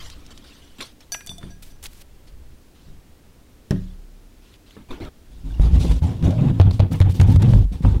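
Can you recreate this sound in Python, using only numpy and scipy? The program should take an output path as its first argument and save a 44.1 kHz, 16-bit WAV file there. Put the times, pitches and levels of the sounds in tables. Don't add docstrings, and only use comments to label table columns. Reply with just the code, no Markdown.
import sys
import numpy as np
from scipy import signal
from scipy.fft import rfft, irfft
from scipy.io import wavfile
from scipy.ndimage import uniform_filter1d

SR = 44100
rng = np.random.default_rng(int(sys.argv[2]) if len(sys.argv) > 2 else 0)


def wrap_up_sound(samples):
    columns = np.atleast_2d(samples).T
    tamed = np.clip(columns, -1, 1)
    steps = np.round(tamed * 32767).astype(np.int16)
    wavfile.write(sys.argv[1], SR, steps)


N = 352800

# freq_hz, density_db
ROOM_TONE = [(20, -7.5), (61, 0.5), (142, -11), (277, -10), (759, -23.5), (1260, -27), (3440, -30),
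             (13500, -37), (16000, -37)]
ROOM_DB, ROOM_T60_S, ECHO_DB = -51.5, 0.35, -17.5

# time_s, rumble_db
HAND_RUMBLE = [(0, -35), (.23, -45.5), (.74, -57), (1.07, -55), (1.46, -40.5), (1.8, -43), (2.25, -48.5),
               (2.35, -37), (2.58, -45), (2.79, -62), (2.9, -33.5), (3.06, -51.5), (3.66, -58), (3.95, -43),
               (4.3, -81), (5.1, -53), (5.4, -44.5)]
# start_s, end_s, change_by_end_db, dull_db, bright_db
SCUFFS = [(0, .14, -9, -68, -41), (.305, .325, 4, -81, -51.5), (.14, .44, -1.5, -52, -56.5),
          (.44, .78, -10.5, -56, -49.5), (.783, .803, -1, -41.5, -45), (.806, .93, -30, -45, -32),
          (1.004, 1.06, -19, -70, -47.5), (1.41, 1.52, -4.5, -47, -56), (2.27, 2.31, -13, -76, -53),
          (2.75, 2.95, -7, -59, -61), (3.72, 3.95, -11.5, -71, -55), (4.42, 4.56, 3.5, -82, -62),
          (4.66, 4.76, 2, -69, -59), (4.765, 4.83, -9, -41.5, -62), (4.886, 4.905, 3, -42, -63),
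          (4.906, 4.995, -14, -30, -50), (5.0, 5.087, -2.5, -34, -57)]
# start_s, end_s, change_by_end_db, level_db
BOTTLE_SLIDES = [(1.622, 1.725, -11, -48), (1.826, 1.868, 3, -42.5), (1.87, 2.025, 7, -59)]
# freq_hz, density_db
RUMBLE_SPECTRUM = [(20, 14.5), (32, 6), (80, 5), (113, -13), (140, 0), (180, -21), (310, -66)]
# freq_hz, density_db
KNOCK_SPECTRUM = [(65, -7), (120, -0.5), (300, 3.5), (560, -12.5), (1050, -13.5), (2000, -22),
                  (3600, -23.5), (7000, -44)]
# freq_hz, density_db
RUSTLE_SPECTRUM = [(710, -6.5), (1200, -5), (2350, -6.5), (3220, 1.5), (3700, -1), (10100, -16),
                   (14800, -24), (16000, -67)]
# freq_hz, density_db
FINE_HISS_SPECTRUM = [(1500, -3), (3000, 1), (6000, -1), (12000, -3), (16000, -7)]

# time_s, level_db
SET_DOWNS = [(1.295, -35.5), (1.436, -31.5), (2.882, -42), (3.708, -11)]
# freq_hz, level_db, t60_s
TABLE_MODES = [(31.93, -18.5, 1.87), (72, -15.5, 0.6), (104, -9.5, 0.47), (155, -5, 0.19), (185, -5, 0.36),
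               (241, -16, 0.16), (281, -9.5, 0.17), (350, -14, 0.14), (386, -15, 0.11), (557, -13.5, 0.056)]
# freq_hz, level_db, t60_s
BOTTLE_MODES = [(453, -12, 0.034), (632, -10.5, 0.056), (1045, -32, 0.12), (1666, -13, 0.028),
                (1856, -10.5, 0.024)]
TABLE_LAG_S = 0.01204
ROCK_S, ROCK_DB = 0.05, -16.5

# time_s, level_db, place (0 wall, 1 foot), softness_db_per_octave
CLINKS = [(1.12, -23.5, 0.022, 1.5), (1.272, -40.5, 0.56, 8.5), (1.293, -33.5, 0.78, 7.5),
          (1.381, -56.5, 0.83, 14.5), (1.43, -52.5, 1, 2.5), (1.503, -49, 0.06, 7),
          (1.702, -51.5, 0.18, 6.5)]
GLASS_HZ = [690, 1642, 2430, 3521, 4592, 5281, 5814, 6002, 6180, 7187, 7822, 8963, 9243, 10210, 11225,
            11820, 12020, 12200, 12470, 14620]
# wall_db, foot_db, t60_s
GLASS_MODES = [(-25.5, -38.5, 0.18), (-16.5, -55, 0.51), (-29, -46, 0.72), (-20, 9.5, 0.09),
               (-7.5, -9, 0.18), (-28, -27, 0.35), (-6, -13, 0.2), (-4, -12, 0.26), (-16, -26, 0.24),
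               (-19, -24, 0.29), (-16.5, -13, 0.32), (-27, -9.5, 0.61), (-12, -5, 0.15), (-23, -15, 0.42),
               (-19, -28, 0.2), (-24, -10, 0.26), (-11, -38, 0.069), (-18, -40, 0.35), (-21, -40, 0.19),
               (-20, -45, .16)]
WAVER_MAX_HZ, WAVER_DEPTH = 39, 0.42

# time_s, level_db, centre_hz
TICKS = [(0.1, -24, 4340), (0.264, -33, 5330), (0.376, -26, 3950), (0.805, -18, 2230), (1.12, -19, 5660),
         (1.144, -16, 2550), (1.147, -17.5, 1870), (1.148, -23, 760), (1.207, -21.5, 1900),
         (1.263, -25, 9300), (1.271, -21.5, 6000), (1.292, -32, 2560), (1.315, -30, 790),
         (1.382, -30, 7240), (1.429, -28, 1530), (1.828, -34, 6100), (1.839, -22, 8140),
         (1.857, -18.5, 3170), (3.708, -17, 4580), (4.54, -35, 3030), (4.708, -34.5, 3100),
         (5.05, -30, 2870)]
TICK_T60_S, TICK_RISE_S = 0.035, 0.0006
# time_s, level_db, pitch_hz
SQUEAKS = [(4.907, -35, 3680), (5.505, -44, 1570), (5.521, -46, 3450), (5.542, -43, 2820),
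           (5.568, -48, 2800)]
SQUEAK_T60_S = 0.032

# time_s, level_db, brightness_db_per_octave, snap_hz
SLAPS = [(5.597, -20.5, -8.5, 1950), (6.019, -27, -7, 800), (6.226, -23.5, 0, 794), (6.307, -26.5, 2, 700),
         (6.599, -5.5, -3, 3260), (6.611, -15, 1, 3720), (6.71, -24.5, 2, 4370), (6.795, -23, 0.5, 3330),
         (6.801, -11.5, -1.5, 3460), (6.919, -23, -2.5, 895), (7.003, -19, 3, 2000), (7.015, -18, 1, 3320),
         (7.024, -28, 2, 3000), (7.199, -14, 1, 2510), (7.213, -14, 0.5, 7000), (7.223, -36, 14, 3000),
         (7.233, -42, 8, 6040), (7.36, -21.5, 2.5, 890), (7.421, -25, 2.5, 8700), (7.426, -20.5, 2.5, 810),
         (7.488, -25, -10, 500), (7.506, -24, -13, 550), (7.536, -13, -8, 2850), (7.558, -26, -9, 500),
         (7.85, -17, -6.5, 1230)]
# freq_hz, density_db
SLAP_SPECTRUM = [(290, -46), (500, 3), (2540, -18), (3540, -17), (4340, -19.5), (8450, -31), (12300, -34.5),
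                 (16000, -62)]
SNAP_DB, SNAP_WIDTH = -4.5, 0.5

# start_s, end_s, change_by_end_db, wobble_db, drag_db, hiss_db
STROKES = [(5.3, 5.44, -4, -41, -61, -65), (5.44, 5.6, 0, -28, -51, -60),
           (5.6, 5.735, -7.5, -12.5, -36, -47.5), (5.73, 5.79, -3.5, -10.5, -35.5, -46.5),
           (5.79, 5.92, -9, -16, -34, -39), (5.9, 5.995, -10, -16.5, -40.5, -44),
           (6.015, 6.22, -15.5, -16.5, -35, -47), (6.227, 6.385, -16, -10.5, -29, -44),
           (6.37, 6.51, 3.5, -17, -40, -59), (6.51, 6.6, 5.5, -26.5, -49, -62.5),
           (6.65, 6.71, -13.5, -3, -31.5, -79), (6.72, 6.785, -13.5, -14.5, -41, -44),
           (6.805, 6.9, -30, -3.5, -29, -61), (6.908, 7.0, -17.5, -14.5, -31.5, -43.5),
           (7.03, 7.1, 1, -16.5, -39, -65), (7.09, 7.125, -3, -14.5, -52, -45.5),
           (7.135, 7.195, -6.5, -23, -41, -44.5), (7.2, 7.26, -9, -6.5, -32, -65),
           (7.26, 7.365, 0, -10.5, -37, -48.5), (7.385, 7.47, 1, -12.5, -38.5, -54),
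           (7.47, 7.55, -1.5, -9.5, -40, -47), (7.55, 7.645, -8, -8.5, -40, -49.5),
           (7.715, 7.82, -19, -21.5, -40, -49), (7.82, 7.85, -9, -30, -36.5, -45),
           (7.845, 7.985, -10, -10, -36, -50.5), ]
# time_s, wobble_hz
SQUEEZE = [(5.4, 42), (5.63, 50.7), (5.8, 76.5), (5.93, 55.3), (6.06, 86.4), (6.13, 113), (6.23, 87),
           (6.33, 93), (6.44, 141), (6.6, 94), (7.05, 99.4), (7.4, 87.4), (7.49, 127.6), (7.6, 91.3),
           (7.65, 49), (7.82, 62.5), (7.87, 107.4), (7.94, 63.5)]
# time_s, level_db, wobble_hz
PATS = [(5.597, -2.5, 51.8), (5.731, -10.5, 54), (5.9, -13, 49.6), (6.021, -9, 81.6), (6.227, -10, 80.4),
        (6.599, 1.5, 92.5), (6.61, -16.5, 96.5), (6.798, -1.5, 93.9), (7.005, 0, 93), (7.197, -3, 95.4),
        (7.212, 0.5, 100), (7.361, -1.5, 96.7), (7.544, -4, 50.5), (7.652, -11.5, 45.3), (7.717, -25, 186),
        (7.806, -15, 158), (7.845, -6.5, 47.8)]
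# freq_hz, width_hz, level_db
AIR_MODES = [(159.4, 10.6, 5), (258, 20.7, -4), (306, 30, -15), (477.5, 30, -18.5)]
# time_s, pitch_hz, level_db (against the drag)
PATCH = [(5.95, 790, -22), (6.03, 797, -3), (6.15, 550, -12), (6.32, 607, 4.5), (6.42, 598, -4),
         (6.5, 895, -14), (7.22, 835, -17), (7.42, 850, -4), (7.6, 476, -19), (7.84, 900, -7)]
# freq_hz, density_db
DRAG_SPECTRUM = [(180, -3.5), (300, 0), (480, -22), (746, -8.5), (1240, -17), (1750, -20.5), (3670, -21.5),
                 (4230, -37), (9000, -52), (19800, -120)]
# freq_hz, density_db
HISS_SPECTRUM = [(1500, -8.5), (2800, 2), (3600, 5.5), (5500, -0.5), (9000, -5.5), (12500, -12),
                 (16000, -21)]
# time_s, level_db (against the hiss)
FINE_SHARE = [(6.6, -19), (6.92, 0.5), (7.17, 1.5), (7.5, -13)]
SKIN_SMOOTH_S = 0.042
UPPER_RATIO, UPPER_DB = 1.754, -13.5
LOPSIDED = 0.09
STUTTER = 0.057
AIR_DB = 16.5
REST_HZ, TAUT_POWER = 91.5, 0.84
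PAT_SWINGS, PAT_AIR_DB = 16, -9.5
CRACKLES_PER_S, CRACKLE_SPREAD_DB = 340, 2
CRACKLE_DB, CREAK_DB = -4.5, -4

OVERLOAD, KNEE, EDGE_HZ = 0.684, 20, 15900


def gain_of(db):
    return 10 ** (np.asarray(db) / 20)


def evened(x):
    return x / np.sqrt(np.mean(x ** 2) + 1e-20)


def columns(rows):
    time_s, *values = np.transpose(rows)
    return [np.interp(np.arange(N) / SR, time_s, v) for v in values]


def add(mix, start_s, sound):
    part = mix[round(start_s * SR):][:len(sound)]
    part += sound[:len(part)]


def bursts(rows, rise_s, fall_s):
    levels = np.zeros((len(rows[0]) - 3, N))
    t = np.arange(SR // 2) / SR
    for start_s, end_s, change_db, *dbs in rows:
        length_s = max(end_s - start_s, .005)
        slope_db = change_db * t / length_s
        fall_db = 60 * np.maximum(t - length_s, 0) / fall_s
        shape = gain_of(slope_db - fall_db) * np.minimum(t / rise_s, 1)
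        for level, db in zip(levels, dbs):
            add(level, start_s, gain_of(db) * shape)
    return levels


def grainy(spread_db, per_s):
    steps = np.minimum(rng.exponential(1, 4000), 4)
    wander = np.interp(np.arange(N) * per_s / SR, np.arange(len(steps)), steps)
    return rng.standard_normal(N) * gain_of(spread_db * wander)


def crackle():
    size = gain_of(CRACKLE_SPREAD_DB * np.minimum(rng.exponential(1, N), 4))
    return size * rng.choice([-1., 1.], N) * (rng.random(N) < CRACKLES_PER_S / SR)


def coloured(x, spectrum):
    f, db = np.transpose(spectrum)
    hz = np.fft.rfftfreq(len(x), 1 / SR)
    curve_db = np.interp(np.log(hz + 1), np.log(f + 1), db)
    return evened(irfft(rfft(x) * gain_of(curve_db), len(x)))


def patchy(x, spread_db):
    z = signal.stft(x, nperseg=1024)[2]
    hills = rng.standard_normal((z.shape[1], 60))
    hills = uniform_filter1d(hills, size=2, axis=0)
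    place = np.log2(1 + np.arange(len(z)) / 4) / np.log2(1 + len(z) / 4) * 59
    hills = np.array([np.interp(place, np.arange(60), h) for h in hills]).T
    shaped = z * gain_of(spread_db * evened(hills))
    return evened(signal.istft(shaped, nperseg=1024)[1][:len(x)])


def resonate(x, hz, width_hz):
    turn = np.exp(2j * np.pi * np.cumsum(hz * np.ones(len(x))) / SR)
    r = np.exp(-np.pi * width_hz / SR)
    return 2 * (turn * signal.lfilter([1 - r], [1, -r], x / turn)).real


def resonate_twice(x, hz, width_hz, second_width_hz):
    return resonate(resonate(x, hz, width_hz), hz, second_width_hz)


def ring(hz, db, t60_s, rise_s, phase=0):
    t = np.arange(SR) / SR
    return gain_of(db - 60 * t / t60_s) * np.sin(2 * np.pi * hz * t + phase) * np.minimum(t / rise_s, 1)


def room_tone():
    return gain_of(ROOM_DB) * coloured(rng.standard_normal(N), ROOM_TONE)


def room_echo(x):
    taps = np.zeros(SR // 2)
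    at = np.arange(400, SR // 2 - 20, 20)
    taps[at + rng.integers(0, 20, len(at))] = rng.choice([-1., 1.], len(at))
    tail = taps * gain_of(-60 * np.arange(len(taps)) / SR / ROOM_T60_S)
    tail = signal.lfilter([.4], [1, -.6], tail)
    return signal.fftconvolve(x, tail / np.linalg.norm(tail))[:N]


def hands():
    rumble_db, = columns(HAND_RUMBLE)
    dull, bright = bursts(SCUFFS, 0.0023, 0.023)
    slide, = bursts(BOTTLE_SLIDES, 0.0017, 0.011)
    rumble = (gain_of(rumble_db) + dull) * coloured(rng.standard_normal(N), RUMBLE_SPECTRUM)
    sliding = slide * coloured(grainy(2.4, 150), FINE_HISS_SPECTRUM)
    knocking = dull * patchy(coloured(grainy(0.95, 90), KNOCK_SPECTRUM), 4.5)
    rustle = bright * patchy(coloured(grainy(0.99, 190) + 0.69 * crackle(), RUSTLE_SPECTRUM), 3.8)
    return rumble + sliding + knocking + rustle


def table():
    out, blow = np.zeros(N), np.zeros(SR)
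    t = np.arange(SR) / SR
    add(blow, TABLE_LAG_S, sum(ring(hz, db, t60_s, 0.0082) for hz, db, t60_s in TABLE_MODES))
    push = np.sin(np.linspace(0, 2 * np.pi, 300))
    add(blow, 0, -1.5 * push * abs(push) ** 0.56)
    wash = gain_of(-13.5 - 60 * t / 0.092) * np.minimum(t / 0.0032, 1)
    blow += wash * coloured(rng.standard_normal(SR), KNOCK_SPECTRUM)
    bottle = sum(ring(hz, db, t60_s, 0.0042) for hz, db, t60_s in BOTTLE_MODES)
    for time_s, db in SET_DOWNS:
        add(out, time_s, gain_of(db) * (blow + bottle))
        add(out, time_s + ROCK_S, gain_of(db + ROCK_DB) * bottle)
    return out


def glass():
    out, t = np.zeros(N), np.arange(SR) / SR
    all_draws = rng.random((len(CLINKS), len(GLASS_MODES), 2))
    for (time_s, db, place, soft_db), draws in zip(CLINKS, all_draws):
        for hz, (wall_db, foot_db, t60_s), (rate, phase) in zip(GLASS_HZ, GLASS_MODES, draws):
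            mode_db = wall_db + np.clip(place, 0, 1) * (foot_db - wall_db)
            level_db = db + mode_db - soft_db * np.log2(hz / 6000)
            waver = 1 + WAVER_DEPTH * np.cos(2 * np.pi * (WAVER_MAX_HZ * rate * t + phase))
            add(out, time_s, ring(hz, level_db, t60_s, 0.00088) * waver)
    return out


def ticks():
    out, t = np.zeros(N), np.arange(8000) / SR
    for (time_s, db, hz), noise in zip(TICKS, rng.standard_normal((len(TICKS), len(t)))):
        body = evened(resonate_twice(noise, hz, 0.64 * hz, 1.5 * hz))
        front = 1.12 * np.exp(-t / 0.0012) * (np.sin(2 * np.pi * hz * t) + 0.7 * body)
        tail = 0.61 * gain_of(-60 * t / TICK_T60_S) * body
        add(out, time_s, gain_of(db - 12.0) * np.minimum(t / TICK_RISE_S, 1) * (front + tail))
    for time_s, db, hz in SQUEAKS:
        add(out, time_s, ring(hz, db, SQUEAK_T60_S, 0.0018))
    return out


def slaps():
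    out, t = np.zeros(N), np.arange(4096) / SR
    f, db = np.transpose(SLAP_SPECTRUM)
    shape = np.minimum(t / 0.00045, 1) * (0.2 + np.exp(-t / 0.00046)) / (1 + (t / 0.0062) ** 6)
    for (time_s, level_db, tilt_db, hz), noise in zip(SLAPS, rng.standard_normal((len(SLAPS), len(t)))):
        noise = coloured(noise, np.transpose([f, db + tilt_db * np.log2(f / 2000)]))
        snap = resonate_twice(noise, hz, SNAP_WIDTH * hz, 2 * SNAP_WIDTH * hz)
        add(out, time_s, gain_of(level_db) * shape * (noise + gain_of(SNAP_DB) * snap / SNAP_WIDTH))
    return out


def skin_swing(slips, skin_hz):
    skin = resonate_twice(slips, skin_hz, 35.3, 34.0)
    skin /= np.sqrt(uniform_filter1d(skin ** 2, size=1500) + 0.07 * np.mean(skin ** 2))
    skin = evened(skin)
    return skin + LOPSIDED * (skin ** 2 - uniform_filter1d(skin ** 2, size=1500))


def stretched_patch():
    patch_hz, patch_db = columns(PATCH)
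    drift = evened(uniform_filter1d(rng.standard_normal(N), size=1200))
    patch_hz = patch_hz * 2 ** (0.069 * drift)
    return gain_of(patch_db) * evened(resonate_twice(grainy(2.4, 150), patch_hz, 77, 180))


def creaks():
    spot_hz = 250 * 2 ** (2.1 * rng.random((N // 700 + 1, 2)))
    spot_hz = np.repeat(spot_hz, 700, axis=0)[:N]
    return coloured(sum(resonate(crackle(), hz, 32) for hz in spot_hz.T), DRAG_SPECTRUM)


def pats():
    out = np.zeros(N)
    hollow = sum(ring(hz, PAT_AIR_DB + db, 0.63 / width_hz, 0.015) for hz, width_hz, db in AIR_MODES)
    for time_s, db, hz in PATS:
        add(out, time_s, gain_of(db) * hollow - ring(hz, db, PAT_SWINGS / hz, 0.00178, 0.2))
    return out


def balloon():
    skin_hz, = columns(SQUEEZE)
    fine_db, = columns(FINE_SHARE)
    wobble, drag, hiss = bursts(STROKES, 0.02, 0.039)
    wobble, air_level = uniform_filter1d([wobble, drag], round(SKIN_SMOOTH_S * SR))
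    slips = grainy(3.95, 60)
    skin = skin_swing(slips, skin_hz)
    upper = resonate_twice(grainy(2.3, 60), UPPER_RATIO * skin_hz, 25, 50)
    sway = coloured(slips, [(15, 4), (40, 46.0), (65, 39.5), (130, -48.0)])
    out = wobble * (evened(skin) + gain_of(UPPER_DB) * evened(upper) + 0.35 * sway)
    air = sum(gain_of(db) * resonate_twice(slips, hz, w, 3 * w) for hz, w, db in AIR_MODES)
    out += gain_of(AIR_DB) * air_level * (skin_hz / REST_HZ) ** TAUT_POWER * evened(air)
    stutter = 1 + STUTTER * skin
    rubbing = patchy(coloured(grainy(2.2, 60), DRAG_SPECTRUM), 2.66)
    out += drag * stutter * (rubbing + stretched_patch())
    out += hiss * stutter * patchy(coloured(grainy(1.6, 90), HISS_SPECTRUM), 3)
    out += gain_of(fine_db) * hiss * patchy(coloured(grainy(4.3, 120), FINE_HISS_SPECTRUM), 2.7)
    out += gain_of(CRACKLE_DB) * hiss * coloured(crackle(), HISS_SPECTRUM)
    out += gain_of(CREAK_DB) * drag * creaks()
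    return out + pats()


def scene():
    tick = ticks()
    sharp = 0.54 * tick + glass() + table() + slaps()
    echo = gain_of(ECHO_DB) * room_echo(sharp)
    return (room_tone() + hands() + 0.65 * tick + sharp + echo + balloon())[None]


def record(dry):
    clipped = dry / (1 + abs(dry / OVERLOAD) ** KNEE) ** (1 / KNEE)
    lowpass = signal.firwin(511, EDGE_HZ, window=("kaiser", 9), fs=SR)
    return signal.oaconvolve(clipped, lowpass[None], "same")


dry = scene()
out = record(dry)
wrap_up_sound(out)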